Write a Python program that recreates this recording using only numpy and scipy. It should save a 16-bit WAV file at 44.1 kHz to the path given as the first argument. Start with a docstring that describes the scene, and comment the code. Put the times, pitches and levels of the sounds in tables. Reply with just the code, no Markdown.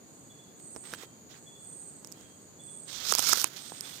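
"""A low distant hum and a steady chorus of night insects are heard first, outdoors.
Two trillers, one far and one near, and crickets with an echo sing over them: pulsed resonances and tone bursts.
Something ticks and scrapes right at the right microphone port, loudest near the end: struck modes and
noise shaped by random slips. The scraping leaks faintly to the left port."""
import sys
import numpy as np
from scipy import signal
from scipy.fft import rfft, irfft
from scipy.io import wavfile
from scipy.ndimage import uniform_filter1d

SR = 44100
rng = np.random.default_rng(int(sys.argv[2]) if len(sys.argv) > 2 else 0)


def int16_out(signal):
    """Quantize to a 16-bit WAV file."""
    q = np.round(np.clip(np.atleast_2d(signal).T, -1, 1) * 32767)
    wavfile.write(sys.argv[1], SR, q.astype(np.int16))


def gain_from_db(level_db):
    """Convert decibel levels to linear amplitude factors (20 dB per decade)."""
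    decades = np.asarray(level_db, float) / 20
    return 10 ** decades


N = 176400  # samples


def evened(x):
    """Normalization: scales a signal to rms 1."""
    return x / np.sqrt(np.mean(x ** 2) + 1e-20)


def read(points, hz):
    """Interpolation of a table along a logarithmic frequency axis."""
    f, value = np.transpose(points)
    return np.interp(np.log(hz + 1), np.log(f + 1), value)


def colour(x, points):
    """Linear filtering: multiplies the spectrum by a gain table in dB."""
    gain = gain_from_db(read(points, np.fft.rfftfreq(N, 1 / SR)))
    return irfft(rfft(x) * gain, N)


def resonate(x, hz, width):
    """Resonance: one damped pole applied three times about a centre hz, which may be a curve."""
    turn = np.exp(2j * np.pi * np.cumsum(hz * np.ones(N)) / SR)
    r = np.exp(-np.pi * width / SR)
    # shift the centre to 0 Hz, filter there, and shift back
    ringing = turn * signal.lfilter([1], np.poly([r, r, r]), x / turn)
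    return evened(ringing.real)


def tail(t60, length):
    """Diffuse decay: two exponentially dying noise responses of energy 1."""
    t = np.arange(round(length * SR)) / SR
    h = rng.standard_normal((2, len(t))) * gain_from_db(-60 * t / t60)
    return h / np.linalg.norm(h, axis=1, keepdims=True)


# Relative spectral density of the background: f/Hz, level/dB
AIR_SPECTRUM = [(25, -45), (50, -34), (100, -5.5), (150, -3.5), (300, -6), (700, -14.5), (1200, -20.5),
                (2700, -28), (4500, -28), (5600, -32.5), (7500, -25), (9500, -26.5), (11000, -45.5),
                (14500, -34), (15300, -41), (15800, -86)]
# Correlation between the ports: f/Hz, left-right likeness (0 to 1)
AIR_LIKENESS = [(60, 0.91), (200, 0.66), (400, 0.72), (800, 0), (2000, 0)]
# Balance of the ports: f/Hz, left minus right level/dB
AIR_BALANCE = [(30, 9), (100, -2.5), (300, 1.5), (2000, 0), (7000, -7), (14000, 17)]


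def air():
    """Partially coherent diffuse field: random spectra give distant hum and hiss in drifting patches."""
    frames, hz = N // 256 + 5, np.fft.rfftfreq(1024, 1 / SR)
    a, b, c, d, patches = rng.standard_normal((frames, 513, 5)).T
    patches = uniform_filter1d(patches, 10, 0)  # smooth along frequency
    patches = evened(uniform_filter1d(patches, 12, 1))  # and along time
    same = np.clip(read(AIR_LIKENESS, hz), -1, 1)[:, None]
    left = a + 1j * b
    right = same * left + np.sqrt(1 - same ** 2) * (c + 1j * d)
    side = read(AIR_BALANCE, hz)[:, None] / 2
    level_db = read(AIR_SPECTRUM, hz)[:, None] + 0.4 * patches
    z = np.array([left, right]) * gain_from_db(level_db + np.array([side, -side]))
    field = signal.istft(z, nperseg=1024, noverlap=768)[1][:, :N]
    return gain_from_db(-55) * evened(field)


# Steady insect bands: f/Hz, single-pass width/Hz, left level/dB, right level/dB (before the throb)
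CHORUS_BANDS = [(6808, 590, -59.5, -58.5), (6300, 370, -78, -69), (4490, 760, -72, -76),
                (13320, 870, -85, -76.5), (11950, 220, -79.5, -79)]


def chorus():
    """Incoherent superposition: many far insects blur into narrow noise bands that throb a little."""
    out = np.zeros((2, N))
    for hz, width, left_db, right_db in CHORUS_BANDS:
        throb_db = 1.1 * evened(uniform_filter1d(rng.standard_normal(N), 1500))
        band = resonate(rng.standard_normal((2, N)), hz, width)
        out += band * gain_from_db(np.array([[left_db], [right_db]]) + throb_db)
    return out


# Trills: start t/s, length/s, right level/dB before the swell, singer (0 far, 1 near)
TRILL_EVENTS = [(0.04, 0.4, -58.5, 0), (0.562, 0.4, -45, 1), (1.303, 0.41, -57, 0), (1.572, .38, -44.5, 1),
                (2.08, 0.38, -58.5, 0), (2.579, .34, -44.5, 1), (3.557, 0.39, -46.5, 1)]
# Wing resonances, one list per singer: highest f/Hz, single-pass width/Hz, relative level/dB
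WING_MODES = [
    [(8290, 93, -14), (8060, 920, -11.5)],
    [(8272, 280, 2), (8535, 180, -0.5), (7710, 230, -10)],
]
TRILL_PULSES_PER_S = 270  # on average
TRILL_RISE_S, TRILL_FALL_S = 0.12, 0.086  # onset length, e-folding time of the decay
TRILL_ARCH_HZ, TRILL_CLIMB_S = 219, 0.093  # initial pitch deficit, e-folding time of the climb


def trillers():
    """Forced resonance: uneven wing pulses ring modes; each trill climbs in pitch, holds, sags and dies away."""
    t, out, under_hz = np.arange(N) / SR, np.zeros((2, N)), np.zeros((2, N))
    uneven = 4.0 * uniform_filter1d(rng.standard_normal(N), 400)
    turns = np.cumsum(TRILL_PULSES_PER_S * (1 + uneven)) / SR
    pulses = 0.4 + np.exp(-(turns % 1) / 0.23)
    drive = pulses * rng.standard_normal((2, N))
    for start, length, _, singer in TRILL_EVENTS:
        u = t[t >= start] - start
        climb = np.exp(-u / TRILL_CLIMB_S)
        sag = 0.72 * np.minimum(u / length, 1.5) ** 3
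        under_hz[round(singer), t >= start] = TRILL_ARCH_HZ * (climb + sag)
    voices = []
    for modes, under in zip(WING_MODES, under_hz):
        parts = [gain_from_db(db) * resonate(drive, hz - under, width) for hz, width, db in modes]
        voices.append(evened(sum(parts)))
    for start, length, level_db, singer in TRILL_EVENTS:
        rise = np.clip((t - start) / TRILL_RISE_S, 0, 1) ** 0.44
        fall = np.exp(-np.maximum(t - start - length, 0) / TRILL_FALL_S)
        swell_db = -4.0 * np.clip(2 * (t - start) / length - 1, -1, 1) ** 2
        out += gain_from_db(level_db + swell_db) * rise * fall * voices[round(singer)]
    return out * gain_from_db([[-8], [0]])  # the left port is weaker


# Chirp groups: start t/s, middle f/Hz, base level/dB, direct sound relative to the echo send/dB
CHIRP_GROUPS = [(.295, 3420, -62, -4), (.94, 3194, -63, -19), (1.458, 3418, -58.5, -7.5),
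                (2.15, 3230, -64, -18), (2.588, 3434, -60.5, -4.5), (3.34, 3150, -65, -15),
                (3.83, 3440, -67.5, 5.5)]
# Successive chirps of a group: level relative to the base/dB
CHIRP_STEPS = [12, 11, -4]
CHIRP_S, CHIRP_GAP_S = 0.038, 0.087  # length, interval from start to start
CHIRP_SAG_HZ, CHIRP_BLUR_HZ = 30, 25.4  # fall over one chirp, rms pitch waver
YARD_T60_S, YARD_DB = 0.7, -6


def crickets():
    """Direct and reverberant field: groups of short sagging, unsteady tones with the yard's echo behind."""
    direct, sent, t = np.zeros(N), np.zeros(N), np.arange(N) / SR
    blur_hz = CHIRP_BLUR_HZ * evened(uniform_filter1d(rng.standard_normal(N), 300))
    waver = np.cumsum(blur_hz) / SR
    for start, hz, level_db, dry_db in CHIRP_GROUPS:
        for k, step_db in enumerate(CHIRP_STEPS):
            u = np.clip((t - start - k * CHIRP_GAP_S) / CHIRP_S, 0, 1)
            cycles = hz * t - CHIRP_SAG_HZ * CHIRP_S * (u ** 2 - u) / 2 + waver
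            tone = gain_from_db(level_db + step_db) * np.sin(np.pi * u) * np.sin(2 * np.pi * cycles)
            direct += gain_from_db(dry_db) * tone
            sent += tone
    echo = signal.fftconvolve(sent[None], tail(YARD_T60_S, 1), axes=1)[:, :N]
    return direct * gain_from_db([[-1.5], [1.5]]) + gain_from_db(YARD_DB) * echo


CREEP_S, CREEP_DB = 0.001002, -77  # length and starting level of the rise before a blow


def ring(modes, chance):
    """Modal synthesis: one blow on modes, each a little different, after a short creep; peak 1."""
    t = np.arange(1500) / SR - CREEP_S
    x = np.zeros(len(t))
    for (hz, db, t60), a, b in zip(modes, chance[::2], chance[1::2]):
        envelope_db = np.where(t > 0, -60 * t / t60, -CREEP_DB * t / CREEP_S)
        mode_hz = hz * (1 + 0.16 * (b - 0.5))
        x += gain_from_db(db + 13.0 * (a - 0.5) + envelope_db) * np.sin(2 * np.pi * (mode_hz * t + a + b))
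    return x / abs(x).max()


# Ticks: t/s, snap level/dB and knock level/dB before the gains, left minus right level/dB, knock f/Hz
TICK_EVENTS = [(0.599, -42, -55.5, -12, 506), (0.7507, -41, -51, -12, 382), (0.7619, -31, -36, -24, 406),
               (0.7673, -43, -42.5, -23, 404), (0.841, -46, -56, -6.5, 474), (0.9301, -39, -43, -8, 390),
               (0.9363, -24.5, -31.5, -6.5, 1510), (1.0337, -41, -49, 0.5, 406),
               (1.6414, -46, -71, -10, 643), (2.0301, -49, -56.5, -6, 579), (2.0462, -28, -52, -22, 423),
               (2.0719, -27.5, -55, -24, 425), (2.1176, -31, -59, -20, 382), (2.1226, -26.5, -70, -27, 382),
               (2.1734, -45, -58, -8, 450), (2.2104, -42, -55.5, -14, 450), (2.8546, -47, -61.5, -12, 540),
               (2.9309, -27, -71, -25, 390), (2.9612, -26, -65, -23, 1580), (3.0857, -21, -49, -32, 1210),
               (3.1198, -10.5, -33.5, -30, 1230), (3.1227, -7, -23, -25, 1260),
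               (3.1367, -12, -43, -26, 1420), (3.1503, -5.5, -32, -42, 1110), (3.1593, -20, -50, -28, 1120),
               (3.1839, -9.5, -30, -31, 1150), (3.1917, -7.5, -30.5, -31, 1020),
               (3.1937, -10, -27, -26, 1320), (3.2244, -15, -43, -33, 1560), (3.3295, -9, -23, -34, 1380),
               (3.3324, -3.5, -26.5, -30, 1260), (3.3726, -17, -33.5, -34, 1280),
               (3.381, -18, -38, -37, 1570), (3.3978, -14, -39, -38, 1380),
               (3.4151, -13.5, -37.5, -32, 1420), (3.4421, -5, -24, -31, 1055),
               (3.7196, -48, -39.5, -15, 760), (3.8075, -18.5, -55, -24, 471)]
# Snap modes: nominal f/Hz, relative level/dB, t60/s
SNAP_MODES = [(3020, 0, 0.001), (4300, -6, 0.0057), (5400, 7.5, 0.0054), (6460, 11.5, 0.0024),
              (7900, 11, 0.0016), (9500, 7, .0025), (12040, 6, 0.0029), (14700, 0, 0.004)]
# Knock modes: ratio to the knock f, relative level/dB, t60/s
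KNOCK_RATIOS = [(.35, -10.5, 0.014), (.6, -8, 0.0081), (1.0, 1.5, 0.0082), (1.5, -9.5, 0.0042),
                (2.4, -5.5, 0.0046)]
SNAP_GAIN_DB, KNOCK_GAIN_DB = 3.5, 12.5


def ticks():
    """Impulsive excitation: sharp snaps ring high modes, with a low knock of varying strength."""
    out = np.zeros((2, N + 1500))
    chances = rng.random((len(TICK_EVENTS), 16))
    for (s, snap_db, knock_db, left_db, knock_hz), chance in zip(TICK_EVENTS, chances):
        at = round(s * SR)
        knock_modes = [(ratio * knock_hz, db, t60) for ratio, db, t60 in KNOCK_RATIOS]
        snap = gain_from_db(SNAP_GAIN_DB + snap_db) * ring(SNAP_MODES, chance)
        knock = gain_from_db(KNOCK_GAIN_DB + knock_db) * ring(knock_modes, chance)
        out[:, at:at + 1500] += gain_from_db([[left_db], [0]]) * (snap + knock)
    return out[:, :N]


# Strokes, one list each: t/s, level/dB, low part relative/dB, treble part relative/dB (before part gains)
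STROKES = [
    [(0.835, -67.5, 8, -10), (0.855, -57.5, 7, -5.8), (0.89, -56.5, 2.5, -9.5), (0.925, -54.5, 4, -3),
     (0.95, -55, 9, 2), (0.965, -69.5, 8, -14), (0.99, -56, 3.5, -6), (1.03, -55, 8.5, -9),
     (1.045, -61.5, 10, -4), (1.06, -66, 2, -3.8)],
    [(1.29, -73, 8, -5), (1.31, -58, -0.5, -12), (1.33, -61, -4, -14), (1.345, -64.5, 10, -16),
     (1.36, -64, 9, -15), (1.385, -66.2, 5.5, -10), (1.4, -74, 3.2, 1.7)],
    [(2.02, -78, -1, -4.7), (2.06, -79, 7, -11), (2.14, -71.5, 9, -8), (2.2, -68, 3, 1),
     (2.25, -75.5, 12, -12), (2.3, -73, 7, -12), (2.33, -86, 8, 1.0)],
    [(2.86, -74, 2.6, -14.0), (2.885, -48, -2.5, -14), (2.92, -43.5, -11, -10.5), (2.95, -42.5, -8, -15),
     (2.98, -42.5, -8, -12), (3.02, -43.0, -5, -11), (3.05, -37.5, -6.5, -7.9), (3.08, -34.5, -12, -7),
     (3.115, -30, -13, -6.5), (3.13, -46, -11, 0), (3.145, -36.5, -1, -11), (3.17, -40, -10, -4),
     (3.18, -37, -3, 1), (3.205, -35, -13.5, -3.5), (3.23, -33, -4.1, -3.1), (3.26, -30.5, -13.5, -7.5),
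     (3.29, -27.5, -6, 1), (3.32, -26.5, -13, -8), (3.342, -36.5, 0.5, -4.0), (3.37, -32, -11.5, -3.5),
     (3.41, -34.5, -12, -0.6), (3.43, -40.5, -7, 6), (3.452, -47, 2.5, -13), (3.475, -49, -1.2, 5.5),
     (3.495, -57.5, 0.5, -3), (3.54, -55.5, 4.5, -2.5), (3.57, -45.5, -5.5, -7), (3.62, -52, -6, -5),
     (3.68, -50, -6.5, -8), (3.74, -57, 2, -5), (3.78, -50, -4.5, -11), (3.82, -61, 5, -2),
     (3.85, -49, 0.5, -6), (3.92, -50.5, -4, -2.5), (3.97, -49, -7, -3.5), (4.0, -55.5, 2.7, -6)],
]
# Colours of the rubbing, pressed hard or lightly: f/Hz, relative level/dB
BODY_HARD = [(1800, -18.5), (2800, -10), (3500, 0), (4500, 2.5), (5400, 7.5), (6600, 3), (7400, -2),
             (8600, -6), (9500, -50)]
BODY_LIGHT = [(1800, -24), (2700, -13), (3300, 2), (4200, 1), (4900, 0), (6600, -0.5), (7400, -5.5),
              (8600, -15.5), (9500, -36)]
LOW_HARD = [(150, -17), (600, -15.5), (1000, -4.5), (1350, 4.5), (1750, -6), (2300, -2.5), (3000, -10.5),
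            (4000, -24)]
LOW_LIGHT = [(150, -15), (600, -5), (1200, -0.5), (1600, 1), (2600, -2.5), (3500, -9.5), (4500, -20.5)]
TREBLE = [(7500, -13.5), (8800, 3.5), (10300, 3), (11200, -2), (11900, 7.5), (13500, 0), (15200, 6),
          (15700, -43), (16300, -52)]
LIGHT_DB, HARD_DB = -43, -29.5  # stroke levels between which the colour turns from light to hard
GRAINS_PER_S, GRAIN_T60_S = 3000, 0.0022


def scraping():
    """Stick-slip friction: dense random slips in clumps, plus hiss; harder pressure changes the colour."""
    t, out = np.arange(N) / SR, np.zeros(N)
    slips = (rng.random(N) < GRAINS_PER_S / SR).astype(float)
    # the power of each slip decays; the root gives the amplitude envelope
    grains = np.sqrt(signal.lfilter([1], [1, -gain_from_db(-120 / GRAIN_T60_S / SR)], slips))
    clumps = gain_from_db(1.4 * evened(uniform_filter1d(rng.standard_normal(N), 300)))
    drive = clumps * (evened(grains) + 1) * rng.standard_normal(N)  # the 1 is steady hiss
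    tables = (BODY_HARD, BODY_LIGHT, LOW_HARD, LOW_LIGHT, TREBLE)
    body_hard, body_light, low_hard, low_light, treble = (evened(colour(drive, part)) for part in tables)
    for stroke in STROKES:
        s, level_db, low_db, treble_db = np.transpose(stroke)
        # silent outside the stroke
        level, low_level, treble_level = (gain_from_db(np.interp(t, s, db, -200, -200))
                                          for db in (level_db, low_db, treble_db))
        hard = np.clip((np.interp(t, s, level_db) - LIGHT_DB) / (HARD_DB - LIGHT_DB), 0, 1)
        body = hard * body_hard + (1 - hard) * body_light
        low = hard * low_hard + (1 - hard) * low_light
        out += level * (gain_from_db(5.0) * body + gain_from_db(0.5) * low_level * low + gain_from_db(2.0) * treble_level * treble)
    return out


# Transmission from the right port to the left: f/Hz, level/dB
LEAK_GAIN = [(60, -10), (300, -14), (700, -20), (1500, -26), (3000, -27), (4200, -29), (5000, -40),
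             (8600, -42), (9600, -17), (10600, -17), (11400, -28), (13500, -24), (15000, -30)]


def leak(rub):
    """Transmission loss: the left port receives the scraping filtered and smeared by a short decay."""
    return signal.fftconvolve(colour(rub, LEAK_GAIN), tail(0.014, 0.03)[0])[:N]


def scene():
    """Linear superposition: far insects in both ports, close contact mostly in the right one."""
    rub = scraping()
    contact = np.array([leak(rub), rub])
    return air() + chorus() + trillers() + crickets() + ticks() + contact


def band_limit(x):
    """A steep low-pass at the top of the band."""
    return signal.sosfilt(signal.butter(12, 16620, fs=SR, output="sos"), x)


def record(dry):
    """High-pass response and overload: the microphone cuts the lows below 70 Hz and clips at 0.85."""
    low_cut = signal.butter(2, 70, "high", fs=SR, output="sos")
    mix = np.clip(signal.sosfilt(low_cut, dry), -0.85, 0.85)
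    return band_limit(mix)


dry = scene()
out = record(dry)
int16_out(out)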